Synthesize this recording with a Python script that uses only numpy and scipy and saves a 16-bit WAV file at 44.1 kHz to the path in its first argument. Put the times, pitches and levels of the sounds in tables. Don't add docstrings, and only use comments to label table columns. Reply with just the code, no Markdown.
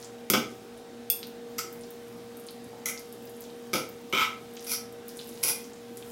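import sys
import numpy as np
from scipy import signal
from scipy.fft import rfft, irfft
from scipy.io import wavfile
from scipy.ndimage import uniform_filter1d

SR = 44100
rng = np.random.default_rng(int(sys.argv[2]) if len(sys.argv) > 2 else 0)


def transcribe(u):
    v = np.clip(np.atleast_2d(u).T, -1, 1)
    q = np.round(v * 32767).astype(np.int16)
    wavfile.write(sys.argv[1], SR, q)


def decibels_to_gain(level_db):
    exponent = np.asarray(level_db, float) / 20
    return 10 ** exponent


N = 269451


def evened(x):
    return x / np.sqrt(np.mean(x ** 2) + 1e-20)


def read(points, hz):
    f, value = np.transpose(points)
    return np.interp(np.log(hz + 1), np.log(f + 1), value)


def add(mix, s, sound):
    part = mix[round(s * SR):][:len(sound)]
    part += sound[:len(part)]


def wander(top_hz):
    t = np.arange(0, N + 64, 64) / SR
    drift = 0
    for f in np.geomspace(0.0758 * top_hz, top_hz, 16):
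        drift = drift + np.sin(2 * np.pi * (f * t + rng.random())) / np.sqrt(f)
    return np.interp(np.arange(N) / SR, t, evened(drift))


def fridge():
    motor_orders = {2: -67.5, 4: -58.5, 7: -69, 8: -47, 10: -85, 11: -65.5, 12: -68, 13: -61, 14: -98, 15:
                    -72.5, 26: -73.5, 53: -74.5, 57: -82, 60: -75, 64: -73.5}
    # (pitch [Hz], level [dB rms])
    mains_buzz = [(119.8, -66.5), (239.6, -54)]
    # (frequency [Hz], density [dB per Hz])
    air_spectrum = [(25, -29), (60, -17.5), (110, -14.5), (200, -7), (232, 0), (270, -5.5), (440, -6.5),
                    (520, -10.5), (800, -15.5), (1050, -17), (3600, -24), (5000, -25.5), (15000, -36)]
    motor_hz, air_db = 58.97, -49.5
    t = np.arange(N) / SR
    shaft = 2 * np.pi * motor_hz * t + 0.051 * wander(1.49)
    hum = np.zeros(N)
    for multiple, db in motor_orders.items():
        hum += decibels_to_gain(db + 1.2 * wander(3.8)) * np.sin(multiple * shaft + 2 * np.pi * rng.random())
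    for hz, db in mains_buzz:
        hum += decibels_to_gain(db + 2.1 * wander(24)) * np.sin(2 * np.pi * (hz * t + rng.random()))

    frames, bins_hz = N // 256 + 9, np.fft.rfftfreq(2048, 1 / SR)
    real, imaginary, patches = rng.standard_normal((frames // 2 + 4, 1025, 3)).T
    patches = evened(uniform_filter1d(uniform_filter1d(patches, 12, 0), 8, 1))
    noise = (real + 1j * imaginary) * decibels_to_gain(read(air_spectrum, bins_hz)[:, None] + 1.4 * patches)
    air = signal.istft(noise, nperseg=2048, noverlap=1536)[1][:N]
    return np.sqrt(2) * hum + decibels_to_gain(air_db) * evened(air)


def kitchen(x):
    # (delay [s], level [dB])
    early_echoes = [
        (.0055, -7.5),
        (.0082, -14),
        (.0112, -14),
        (.0192, -14.5),
        (.0275, -40),
    ]
    # (frequency [Hz], time to fall 60 dB [s])
    decay_times = [(150, 0.41), (500, 0.42), (1500, 0.33), (4000, 0.34), (9000, .3), (15000, 0.21)]
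    taps = np.zeros(SR // 2)
    at = np.arange(200, len(taps) - 20, 20)
    taps[at + rng.integers(0, 20, len(at))] = rng.choice([-1., 1.], len(at))
    taps *= np.clip(np.arange(len(taps)) / SR / 0.014, 0, 1)
    hz, t, z = signal.stft(taps, SR, nperseg=256)
    fading = z * decibels_to_gain(-60 * t / read(decay_times, hz)[:, None])
    tail = signal.istft(fading, SR, nperseg=256)[1]
    tail *= decibels_to_gain(-2) / np.linalg.norm(tail)
    for s, db in early_echoes:
        tail[round(s * SR)] += decibels_to_gain(db)
    return signal.fftconvolve(x, tail)[:N]


def bubble(hz, cycles):
    turns = np.arange(1, 220) * hz / SR
    fade = 1.6 * turns / cycles
    pop = fade * np.exp(-fade) * np.sin(2 * np.pi * turns * (1 + 0.0037 * turns))
    return pop / abs(pop).max()


def sauce():
    # (time [s], peak [dB], pitch [Hz], length [cycles])
    sauce_pops = [(0.7748, -40, 9620, 2), (1.27, -29.5, 12700, 1.5), (1.727, -28.5, 13500, 2.1),
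                  (1.809, -38, 8900, 2.4), (1.905, -30, 13500, 2), (2.0814, -43, 11500, 2.4),
                  (2.369, -33, 12200, 2.1), (2.397, -34, 12600, 2.2), (2.4384, -44, 9530, 2.4),
                  (2.4665, -32, 9210, 1.9), (2.5077, -32.5, 11200, 1.6), (2.6418, -39, 10400, 2.4),
                  (2.9934, -29, 11500, 1.5), (3.125, -30, 11100, 1.5), (3.2226, -37, 15000, 2.4),
                  (3.2535, -33, 14000, 2.4), (3.2954, -35.5, 11200, 2.1), (3.3653, -40, 9420, 2.4),
                  (3.4057, -27.5, 12700, 2.2), (3.8894, -29.5, 13500, 2.1), (4.5361, -38, 11400, 2.4),
                  (4.5491, -37, 13100, 2.4), (4.6069, -36, 11000, 2.2), (4.644, -29, 9450, 2.2),
                  (4.924, -39, 11700, 2.2), (5.0818, -25, 13300, 2.1), (5.17, -27.5, 9290, 1.6),
                  (5.2714, -31, 12500, 2.4), (5.2906, -31, 10200, 1.9), (5.971, -26.5, 10000, 1.3)]
    # (time [s], peak [dB], pitch [Hz], length [cycles])
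    strand_pops = [(0.0262, -30.5, 5660, 1.1), (0.0453, -30.5, 6860, 1.8), (1.2292, -24, 3900, 1),
                   (1.835, -38, 5140, 1.8), (2.4859, -29.5, 4130, 1.3), (2.9756, -27.5, 5040, 1.3),
                   (3.273, -42, 5140, 1.8), (3.4191, -36, 6900, 1.4), (3.439, -36, 6020, 1.3),
                   (3.452, -42, 3750, 1.8), (3.5009, -42, 4120, 1.5), (4.5668, -32, 6070, 1.5),
                   (4.571, -33, 3150, 0.88), (4.594, -33.5, 5440, 1.5), (4.6254, -37, 5510, 1.8),
                   (5.0907, -34.5, 5100, 2.1), (5.191, -29, 3820, 2.2), (5.2127, -31, 4620, 1.1),
                   (5.3213, -43, 3760, 1.8), (5.6418, -35, 5750, 1.9), (5.7332, -37, 6710, 1.8),
                   (6.0247, -36, 3250, 1.5)]
    # (delay [s], level [dB])
    after_pops = [
        (.0016, -8.5),
        (.0037, -9),
        (.0068, -8),
    ]
    # (time [s], level [dB])
    stirring = [(0.0, -50.5), (0.32, -90), (0.49, -54), (0.97, -86), (1.62, -57.5), (2.13, -59),
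                (2.77, -64), (3.03, -58.5), (3.37, -58), (3.52, -58.5), (4.58, -58), (4.71, -41),
                (4.88, -93), (5.12, -51.5), (5.58, -47.5), (5.75, -61), (5.97, -57), (6.11, -47.5)]
    burst_s, top_hz = 0.001, 15800
    out, crackle = np.zeros(N), np.zeros(N)
    for rows in (sauce_pops, strand_pops):
        for s, db, hz, cycles in rows:
            ring, snap = bubble(hz, cycles), bubble(0.77 * hz, 0.96)
            add(out, s + burst_s, decibels_to_gain(db) * (ring + decibels_to_gain(-12.5) * snap))
            for (late_s, late_db), (later, higher) in zip(after_pops, rng.uniform(.7, 1.3, (3, 2))):
                again = bubble(min(higher * hz, top_hz), cycles)
                add(out, s + burst_s + later * late_s, decibels_to_gain(db + late_db) * again)

    fizz_per_s, fizz_spread_db = 1400, 3.6
    strays_per_s, stray_db = 19, 9
    chance = rng.random(N)
    size = decibels_to_gain(fizz_spread_db * np.minimum(rng.exponential(1, N), 4)) * (chance < fizz_per_s / SR)
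    size *= decibels_to_gain(stray_db * (chance < strays_per_s / SR))
    kind = rng.integers(0, 16, N)
    for k, hz in enumerate(np.linspace(3500, 15300, 16)):
        crackle += signal.oaconvolve(size * (kind == k), bubble(hz, hz / 6500))[:N]
    s, stir_db = np.transpose(stirring)
    return out + evened(crackle) * decibels_to_gain(np.interp(np.arange(N) / SR, s, stir_db) - 6)


def modes(peaks, size=4096):
    t = np.arange(size) / SR
    ring = np.zeros(size)
    for f, width, db in peaks:
        ring += decibels_to_gain(db) * width * np.exp(-np.pi * width * t) * np.sin(2 * np.pi * f * t)
    return ring / np.linalg.norm(ring)


def table():
    # (time [s], peak [dB], contact [ms], pitch region of the board that answers [Hz])
    plate_knocks = [(.302, -14.5, 1.43, 248), (.316, -17, 0.73, 234), (.337, -9, 1.13, 337),
                    (.351, -16, 1, 195), (.342, -15, 0.36, 740), (2.731, -31.5, 0.49, 700),
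                    (2.79, -38, 0.46, 750), (2.869, -31.5, 0.3, 594), (3.733, -17.5, 0.89, 280),
                    (3.747, -13.5, 0.93, 490), (4.133, -15.5, 1, 373), (4.151, -35, 1.5, 333),
                    (4.21, -35, 1.2, 149), (5.448, -25, 0.51, 504), (5.5, -26.5, 0.31, 600)]
    # (pitch [Hz], width [Hz], level [dB])
    board_rings = [(107, 50, -1), (160, 19, -39), (219, 8.1, -20), (243.8, 5.2, 12), (309.5, 12.3, 4.5),
                   (383.5, 31, 2), (395, 19, 10.5), (523, 39, 10), (616, 23, 2.5), (747, 48, 3),
                   (850, 26, 11)]
    out = np.zeros(N)
    for s, db, ms, near_hz in plate_knocks:
        answering = [(hz, width, top_db - 14 * np.log2(hz / near_hz) ** 2)
                     for hz, width, top_db in board_rings]
        push = np.hanning(3 + int(ms * SR / 1000))
        thud = np.convolve(push, modes(answering))
        add(out, s, decibels_to_gain(db - 5) * thud / abs(thud).max())
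    return signal.sosfilt(signal.butter(4, 110, "high", fs=SR, output="sos"), out)


def excited(rings, shares_db):
    return [(hz, width, np.sum(decibels_to_gain(2 * np.add(ways_db, shares_db)))) for hz, width, *ways_db in rings]


def ringing(rings, size=4096):
    hz = abs(np.fft.fftfreq(size, 1 / SR))
    power = sum(top / (1 + 0.26 * (2 * (hz - f) / width) ** 2) ** 2 for f, width, top in rings)
    log_level = np.log(power + 1e-7) / 2
    pulse = np.fft.ifft(np.exp(np.conj(signal.hilbert(log_level)))).real[:size // 2]
    return pulse / np.linalg.norm(pulse)


def spread(response, most_s, count=14):
    bins = len(response) + 1
    delay = most_s * np.interp(np.arange(bins), np.linspace(0, bins, count), rng.random(count))
    turn = np.exp(-1j * np.pi * np.cumsum(delay) * SR / len(response))
    return irfft(rfft(response, 2 * len(response)) * turn)


def contact(stroke, grit, plate_db, fork_db, spoon_db):
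    # (pitch [Hz], width [Hz], touched at the rim [dB], on the slope [dB], in the well [dB])
    plate_rings = [(1006, 160, -30, -8.5, -9.5), (1300, 60, -5.5, -18, 3), (1468, 93, -12.5, -9, -9.5),
                   (2083, 95, 2.5, -8, -14), (2284, 111, -2.5, -7, -1.5), (2448, 56, -13.5, 1.5, -26),
                   (2730, 63, -24, -10, -20), (3080, 340, -17, -14.5, -9.5), (3460, 430, -26, -12.5, -18),
                   (3760, 170, -17.5, -20, -16)]
    # (pitch [Hz], width [Hz], scraped [dB], on edge [dB], clinked on the spoon [dB])
    fork_rings = [(2690, 140, -35, -35, -4), (3440, 150, -35, -35, 0.5), (4330, 370, -9, -15, -22),
                  (4830, 320, -1.5, -19, -6.5), (5280, 210, -1.5, -12, -0.5), (5790, 420, 0.5, -3, -18),
                  (6440, 250, -24, -0.5, -3)]
    # (pitch [Hz], width [Hz], scraped [dB], tapped [dB], clinked on the fork [dB])
    spoon_rings = [(7420, 760, -14, 0, -24), (8780, 340, -9.5, -3.5, -1.5), (10740, 670, 1, -12, -21),
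                   (11970, 750, -4, 1, -1), (13300, 970, -14, -16, 0), (14500, 600, -12, -4, -10),
                   (15360, 1000, -12, -10, -5)]
    # (time [s], peak [dB])
    steel_blows = [(0.3009, -1), (.305, -9), (0.3377, -8), (0.3406, -11), (1.101, -2.5), (1.106, -22),
                   (1.112, -23), (1.1215, -30), (1.5806, -26), (2.856, -29), (3.7328, -14.5), (3.736, -25),
                   (4.1268, -15), (4.666, -33), (5.4295, -21), (5.4325, -13), (5.4402, -16), (5.4756, -10),
                   (5.499, -10), (5.5075, -15)]
    s, length, land_db, first_db, last_db = stroke
    settle_db_per_s, lift_s, land_s = 1300, 0.015, 0.0012
    start = s - .003
    t = np.arange(SR // 4) / SR - .003
    rings = excited(plate_rings, plate_db) + excited(fork_rings, fork_db) + excited(spoon_rings, spoon_db)
    response = ringing(rings)

    smooth, catch, size = rng.standard_normal(len(t)), rng.random(len(t)), rng.exponential(1, len(t))
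    snags = evened((catch < 1500 / SR) * np.sign(smooth) * decibels_to_gain(1.8 * np.minimum(size, 3)))
    drive = np.sqrt(1 - grit) * smooth + np.sqrt(grit) * snags
    slow = uniform_filter1d(uniform_filter1d(catch - .5, size=90), size=90)
    drive *= decibels_to_gain(4.07 * evened(slow) - 1.35)
    jolt = decibels_to_gain(land_db - settle_db_per_s * abs(t))
    rubbing = decibels_to_gain(first_db + (last_db - first_db) * np.clip(t / length, 0, 1))
    touching = np.clip((length - t) / lift_s, 0, 1) * np.clip(t / land_s, 0, 1)
    sound = signal.fftconvolve(drive * (jolt + rubbing) * touching, response)

    for at, blow_db in steel_blows:
        if start < at < s + length:
            blow = spread(response, 0.001273)
            blow[8:10] += decibels_to_gain(-4.5) * abs(blow).max() * np.array([1, -1])
            add(sound, at - start - .0004, decibels_to_gain(blow_db - 5) * blow / abs(blow).max())
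    return start, sound


def cutlery():
    # (start [s], length [s], landing [dB], rubbing at first [dB], rubbing at last [dB])
    strokes = [(0.301, 0.034, -37, -50, -46), (0.335, 0.056, -13, -33, -36), (1.1, 0.018, -15, -48, -54),
               (1.582, 0.024, -30, -33, -37.5), (2.857, 0.029, -25.5, -34, -42),
               (3.732, 0.077, -25, -31, -40.5), (4.126, 0.11, -26.5, -29.5, -25.5),
               (4.666, 0.074, -55, -42, -27), (5.43, 0.086, -22.5, -34, -27),
               (4.229, .038, -50, -33.5, -28), (4.728, 0.029, -50, -38.5, -25),
               (2.883, 0.025, -50, -34.5, -33)]
    snag_shares = [0.39, 0.57, 0.3, 0.13, 0.43, 0.89, 0.52, 0.4, 0.61, 0.42, 0.36, 0.43]
    # (rim [dB], slope [dB], well [dB])
    plate_shares = [(-1, -4, 1.5), (-11, -18, 4), (-22.5, -30, -42), (-3.5, -20, -2), (3, -11, -13),
                    (-8, -20, 1), (-30, -8.5, 0), (-12, 2.5, -8), (-9, -1.5, -21), (-4, -30, 0.5),
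                    (-10, -13, -2.5), (1.5, -12, -12)]
    # (scraped [dB], on edge [dB], clinked [dB])
    fork_shares = [(-6, -5, -3.5), (-15.5, -27, -8.5), (-25, -25, -4), (-8.5, -12, -12), (-25, -3.5, -25),
                   (-10, -15, -12), (-22.5, -28, -23), (1.5, -15, -25), (-4, -24, -25), (-22, -23, -30),
                   (2, -12, -15), (-25, -3, -25)]
    # (scraped [dB], tapped [dB], clinked [dB])
    spoon_shares = [(-4, -8, -0.5), (-30, -19.5, -34), (-26, -28, 2), (-15, -10, -20), (-7.5, -11.5, -22),
                    (-14, -21, -22), (-40, -27.5, -32), (2.5, -20, -15), (1, -20, -22), (-33, -27, -32),
                    (-3, -13, -9), (-8.5, -11, -22)]
    out = np.zeros(N)
    for parts in zip(strokes, snag_shares, plate_shares, fork_shares, spoon_shares):
        add(out, *contact(*parts))
    return out


def scene():
    low_cut = signal.butter(2, 900, "high", fs=SR, output="sos")
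    hard = signal.sosfilt(low_cut, cutlery()) + table()
    wet = sauce()
    room = kitchen(hard + decibels_to_gain(-2.5) * wet)
    return (hard + wet + room + fridge())[None]


def roll_off(x):
    return signal.sosfilt(signal.butter(12, 17130, fs=SR, output="sos"), x)


def record(dry):
    band_limit = signal.firwin(321, 15980, window=("kaiser", 5), fs=SR)
    limited = signal.oaconvolve(dry, band_limit[None], "same")
    return roll_off(limited)


dry = scene()
out = record(dry)
transcribe(out)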